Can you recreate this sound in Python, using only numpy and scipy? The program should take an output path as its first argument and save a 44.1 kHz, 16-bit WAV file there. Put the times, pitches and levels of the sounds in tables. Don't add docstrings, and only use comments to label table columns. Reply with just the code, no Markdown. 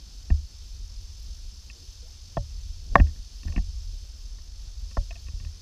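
import sys
import numpy as np
from scipy import signal
from scipy.fft import rfft, irfft
from scipy.io import wavfile
from scipy.ndimage import uniform_filter1d

SR = 44100
rng = np.random.default_rng(int(sys.argv[2]) if len(sys.argv) > 2 else 0)


def wav_record(signal):
    frames = np.transpose(np.atleast_2d(signal))
    bounded = np.clip(frames, -1, 1)
    quanta = np.round(bounded * 32767).astype(np.int16)
    wavfile.write(sys.argv[1], SR, quanta)


N = 247401
T = np.arange(N) / SR


def undb(db):
    return 10 ** (np.asarray(db) / 20)


def level(sound, db):
    return sound * undb(db) / np.sqrt(np.mean(sound ** 2))


def level_curve(table):
    seconds, db = np.transpose(table)
    return undb(np.interp(T, seconds, db))


def noise():
    return rng.standard_normal(N)


def colour(sound, spectrum, peaks=()):
    hz = np.fft.rfftfreq(N, 1 / SR) + 1
    corner_hz, corner_db = np.transpose(spectrum)
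    gain_db = np.interp(np.log(hz), np.log(corner_hz), corner_db, left=-200, right=-200)
    for centre, width, top_db in peaks:
        gain_db = gain_db + top_db / (1 + (2 * (hz - centre) / width) ** 2)
    return level(irfft(rfft(sound) * undb(gain_db), N), 0)


def walk(rate):
    hold = int(SR / rate)
    steps = np.repeat(rng.standard_normal(N // hold + 1), hold)
    wander = uniform_filter1d(uniform_filter1d(steps, hold), hold)[:N]
    return wander / np.std(wander)


def ring(modes, t, gain_db, fading):
    total = 0
    for (hz, db, t60), extra_db in zip(modes, gain_db):
        decay = 10 ** (-3 * fading / t60)
        total = total + undb(db + extra_db) * np.sin(2 * np.pi * hz * t) * decay
    return total


def add(out, start, sound, db):
    i = int(start * SR)
    scaled = sound * undb(db) / np.max(np.abs(sound))
    out[i:i + len(sound)] += scaled[:N - i]


# time in seconds, level in dB.
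LOW_RUMBLE_LEVEL = [(0.0, -40.5), (0.41, -35.5), (0.66, -39.5), (2.16, -42), (2.41, -34), (2.86, -33.5),
                    (2.98, -23), (3.17, -40), (3.58, -35), (4.34, -40), (4.6, -36.5), (5.39, -34.5),
                    (5.61, -42.5)]
# frequency in Hz, relative strength in dB per Hz.
LOW_RUMBLE_SPECTRUM = [(8.8, -35), (15, -6.5), (38, -0.5), (54, -3.5), (88, -12), (96, -18), (103, -29.5),
                       (130, -36.5), (170, -57), (290, -120)]
UPPER_RUMBLE_SPECTRUM = [(65, -29), (110, 2), (163, -2), (210, -4), (237, -6.5), (600, -19.5), (780, -22.5),
                         (1320, -120)]
HISS_SPECTRUM = [(240, -27.5), (400, -4.5), (635, -4.5), (848, -3.5), (1790, -5.5), (2220, -7),
                 (2600, -9.5), (3380, -30), (5720, -120)]
# time of the top in seconds, level added at the top in dB.
JOLTS = [(2.41, -67), (2.98, -40), (3.58, -54), (5.39, -61.5)]
UPPER_DB, HISS_DB = -63, -69
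JOLT_RISE_DB_S, JOLT_FALL_DB_S = 250, 200


def rumble():
    low = colour(noise(), LOW_RUMBLE_SPECTRUM) * undb(1.6 * walk(4))
    upper = colour(noise() * undb(2.5 * walk(50)), UPPER_RUMBLE_SPECTRUM)
    hiss = colour(noise() * undb(0.8 * walk(30)), HISS_SPECTRUM)
    upper_level = undb(UPPER_DB)
    for top, db in JOLTS:
        drop_db = np.maximum(JOLT_RISE_DB_S * (top - T), JOLT_FALL_DB_S * (T - top))
        upper_level = upper_level + undb(db - drop_db)
    return level_curve(LOW_RUMBLE_LEVEL) * low + upper_level * upper + undb(HISS_DB) * hiss


def throb(rate, drift):
    wandering_rate = rate * (1 + drift * walk(5.6))
    return np.cos(2 * np.pi * np.cumsum(wandering_rate) / SR)


# time in seconds, level in dB.
CHORUS_LEVEL = [(0.0, -53), (0.26, -53), (0.75, -52.5), (1.78, -52.5), (3.19, -53), (3.45, -52), (4.5, -54),
                (4.89, -52), (5.61, -53.5)]
# frequency in Hz, relative strength in dB per Hz.
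CHORUS_SPECTRUM = [(1290, -59.5), (2200, -23.5), (2350, -13), (2590, -11), (3200, -7), (3980, -5),
                   (4350, -2), (5280, 1), (5730, -3), (6320, -3), (6910, -9), (7610, -13.5), (8060, -16.5),
                   (13200, -24.5), (15300, -31)]
# centre in Hz, width in Hz, height in dB.
CHORUS_PEAKS = [(3070, 100, 1.5), (3666, 200, 3), (4475, 63, 8), (5070, 62, 4.5), (5370, 150, 4.5),
                (5840, 80, 4.5), (6173, 150, 6.5), (7424, 300, 4), (8620, 170, 1.5), (9400, 200, 4.5),
                (10870, 400, 5), (13600, 300, 3.5)]
# throbs a second, throb depth from 0 to 1, wing clicks a second,
# click depth from 0 to 1, relative level in dB before the throbs and clicks.
SINGERS = [(46.5, 0.6, 286, 0, -1), (51.4, 1, 240, .3, -6.5), (97, 0.3, 270, 0.04, -5)]
SINGING_LOW_HZ, SINGING_HIGH_HZ = 4060, 6700
HIGH_TICKS_DB = -80


def insects():
    buzz = 0
    for rate, depth, clicks, click_depth, db in SINGERS:
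        singer = undb(db + 0.43 * walk(8.9)) * noise()
        singer = singer * (1 + depth * throb(rate, 0.07))
        buzz = buzz + singer * (1 + click_depth * throb(clicks, 0.018))
    far = noise() * undb(0.62 * walk(11))

    hz = np.fft.rfftfreq(N, 1 / SR)
    low_edge = 1 + (SINGING_LOW_HZ / (hz + 1)) ** 12
    high_edge = 1 + (hz / SINGING_HIGH_HZ) ** 3
    near_share = 0.95 / np.sqrt(low_edge * high_edge)
    far_share = np.sqrt(1 - near_share ** 2)
    mixed = irfft(near_share * rfft(level(buzz, 0)) + far_share * rfft(far), N)
    chorus = colour(mixed, CHORUS_SPECTRUM, CHORUS_PEAKS)

    pulses = np.exp(2.2 * (throb(53, 0.3) - 1))
    ticks = noise() * pulses * undb(3.6 * walk(22) + 2.2 * walk(45))
    high = colour(ticks, [(10500, -23), (11800, -5), (13000, -2), (14200, -5), (15000, -14.5)])
    return level_curve(CHORUS_LEVEL) * chorus + level(high, HIGH_TICKS_DB)


# start in seconds, starting pitch in Hz, peak level in dB, length in seconds.
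BUBBLES = [(1.745, 458, -65, 0.15), (1.757, 352, -66, 0.083), (1.828, 360, -63, 0.095),
           (1.837, 482, -69, .05), (2.026, 478, -57, 0.075), (2.031, 1400, -66, 0.032),
           (2.052, 640, -62, 0.049), (2.078, 817, -65, 0.045), (2.129, 1200, -67, 0.027)]


def bubbles():
    out = np.zeros(N)
    for start, hz, db, length in BUBBLES:
        t = T[:int(length * SR)]
        tone = np.sin(2 * np.pi * hz * t * (1 + 0.045 * t / length))
        swell = np.sin(np.pi * (t / length) ** 0.2)
        add(out, start, tone * swell, db)
    return out


# start in seconds, peak level in dB, extra level of the second mode in dB,
# length of the push in ms.
BOOMS = [(0.308, -6.5, 7.5, 13.7), (2.378, -15.5, -9, 4.2), (2.91, -17.5, 8, 23.6), (2.963, -13.5, -4, 2.7),
         (2.982, -11, -2, 10.6), (3.006, -3.5, 5, 8.9), (3.184, -26.5, -4, 15.4), (3.454, -18, 5.5, 13),
         (3.493, -19, 4, 8), (3.562, -12.5, -0.5, 16.2), (3.585, -14, -1.5, 14.4), (3.931, -28, 10, 13.8),
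         (4.666, -28.5, 0.5, 11), (4.975, -11.5, -4.5, 12.4), (5.336, -24.5, 2.5, 4.5),
         (5.406, -22.5, -6, 9.6), (5.458, -22, -1, 7.5)]
# frequency in Hz, relative level in dB, time to fade by 60 dB in seconds.
HULL = [(46, 8.5, 0.12), (74.2, 5, 0.24), (109, 0, 0.21)]
THIRD_DB = -8


def booms():
    out, t = np.zeros(N), T[:SR // 2]
    for start, db, second_db, push_ms in BOOMS:
        push = np.hanning(int(max(push_ms, 1) * SR / 1000))
        gain_db = [0, second_db, THIRD_DB - second_db]
        add(out, start, signal.fftconvolve(ring(HULL, t, gain_db, t), push), db)
    return out


# start in seconds, spot struck, peak level of the strongest wood group in dB,
# hardness as a tilt in dB per octave, peak level of the skin group in dB, contact time in ms.
KNOCKS = [(0.3013, "rib", -37.5, -1, -23, 5.9), (1.6987, "twig tick", -37, 11, -58, 6.3),
          (2.3683, "gunwale", -19, 0, -23.5, 6.3), (2.9538, "thwart", -2.5, 0.6, -13, 3.06),
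          (2.979, "twig ring", -36, 2, -27, 8), (2.9979, "rib", -26, 1, -14, 5.8),
          (3.067, "rib", -51, 7, -46, 5.1), (3.087, "twig ring", -58.5, 3, -45.5, 16),
          (3.159, "twig ring", -57, 6.5, -54, 4), (3.431, "twig tick", -45.5, -3, -45, 4.2),
          (3.451, "gunwale", -53, 6, -32.5, 4.6), (3.4738, "twig ring", -48, 2, -38.5, 1.4),
          (3.48, "rib", -43.5, 4.5, -39, 4.6), (3.496, "twig ring", -55, -9, -42, 4.4),
          (3.522, "twig tick", -43.5, -4, -56, 4.1), (3.535, "gunwale", -50, -9, -44, 19),
          (3.5605, "twig tick", -30.5, -1.2, -25.5, 5), (3.5756, "rib", -37, -0.7, -22, 8.4),
          (4.385, "twig ring", -57, -1.5, -65.5, 5.2), (4.91, "twig tick", -52.5, -7, -52, 12),
          (4.9686, "thwart", -24.5, -5, -29, 5.1), (5.107, "stringer", -38, 2.7, -62, 6.8),
          (5.124, "twig ring", -53, -1, -65.5, 5), (5.155, "stringer", -46, 4.7, -54, 9.7),
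          (5.265, "twig tick", -52.5, -0.5, -57.5, 15), (5.283, "twig tick", -46.5, -6, -47.5, 4.3),
          (5.398, "twig tick", -48.5, -1, -54, 5.8), (5.405, "twig ring", -58, 1.5, -53, 4.4),
          (5.448, "twig tick", -45, -3.5, -60, 2.8), (5.467, "twig ring", -57.5, 7, -72, 6.5)]
# frequency in Hz, relative level in dB within its group,
# time to fade by 60 dB in seconds once contact has ended.
FRAME = np.array([(179.6, 0.5, 0.075), (210, 5, 0.039), (248, 0, 0.054), (286, -9.5, 0.013), (540, 0, .02),
                  (572, -5, .11), (685, 0, .024), (755, -11, .055), (872, -13, .04), (1105, 0, .014),
                  (1300, -8, .011), (1648, -18, .04), (1825, 0, .017), (2070, -10, .009),
                  (2300, -4, 0.0043), (2560, 0.5, 0.013), (2680, 1.5, 0.0063), (3330, 8.5, 0.016),
                  (3730, -10, 0.0088)])
GROUP_EDGES_HZ = [450, 625, 950, 1500, 2200, 3100]
SPOTS = {"gunwale": (-4.5, 3, -7, -15.5, -22, -26), "thwart": (-6.5, 0.5, 1.5, -5, -17, -39),
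         "stringer": (-14, 1.5, -14, -7.5, 0.5, -18), "rib": (-17.5, 1, -7, 2.5, -1, -28.5),
         "twig tick": (-16.5, -24, -7, -3.5, 5.5, -27), "twig ring": (-15, -21.5, -5.5, -2, -18.5, -18.5)}
SNAP_DB, SNAP_HZ, SNAP_S = -34.5, (2985, 6972), 0.002


def knocks():
    out, t = np.zeros(N), T[:SR // 5]
    contact_t = T[:SR // 40]
    group = np.searchsorted(GROUP_EDGES_HZ, FRAME[:, 0])
    octave = np.log2([np.mean(FRAME[group == g, 0]) for g in range(1, 7)])
    snap_band = signal.butter(1, SNAP_HZ, "band", fs=SR, output="sos")
    for start, spot, wood_db, tilt_db, skin_db, contact_ms in KNOCKS:
        rattle_noise, scatter, snap_noise = rng.standard_normal((3, len(contact_t)))
        contact = max(contact_ms, 0.5) / 1000
        progress = contact_t / contact
        fade_in, fade_out = np.clip(progress / 0.15, 0, 1), np.clip((1 - progress) / 0.3, 0, 1)
        force = 0.025 * rattle_noise * fade_in * fade_out
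        force[SR // 1500] += 1
        fading = t - 0.87 * np.minimum(t, contact)

        share_db = np.array(SPOTS[spot]) + tilt_db * octave
        group_db = [skin_db, *(wood_db + share_db - share_db.max())]
        spread_db = 4 if "twig" in spot else 1.5
        for g, db in enumerate(group_db):
            modes = FRAME[group == g]
            rise_s = 0.00044 + 0.49 / modes[0, 0]
            swing = 1 - np.exp(-(t / rise_s) ** 2)
            scatter_db = spread_db * scatter[8 * g:8 * g + len(modes)]
            response = swing * ring(modes, t, scatter_db, fading)
            add(out, start, signal.fftconvolve(response, force), db)

        snap = snap_noise * contact_t * np.exp(-contact_t / SNAP_S)
        add(out, start, signal.sosfilt(snap_band, snap), wood_db + SNAP_DB)
    return out


def scene():
    return (rumble() + insects() + bubbles() + booms() + knocks())[None]


def record(dry):
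    bass_cut = signal.butter(2, 24, "high", fs=SR, output="sos")
    top_cut = signal.ellip(10, 0.2, 60, 15250, fs=SR, output="sos")
    mic = signal.sosfilt(bass_cut, dry)
    rounded = mic / (1 + (mic / 0.95) ** 12) ** (1 / 12)
    return signal.sosfilt(top_cut, rounded)


dry = scene()
out = record(dry)
wav_record(out)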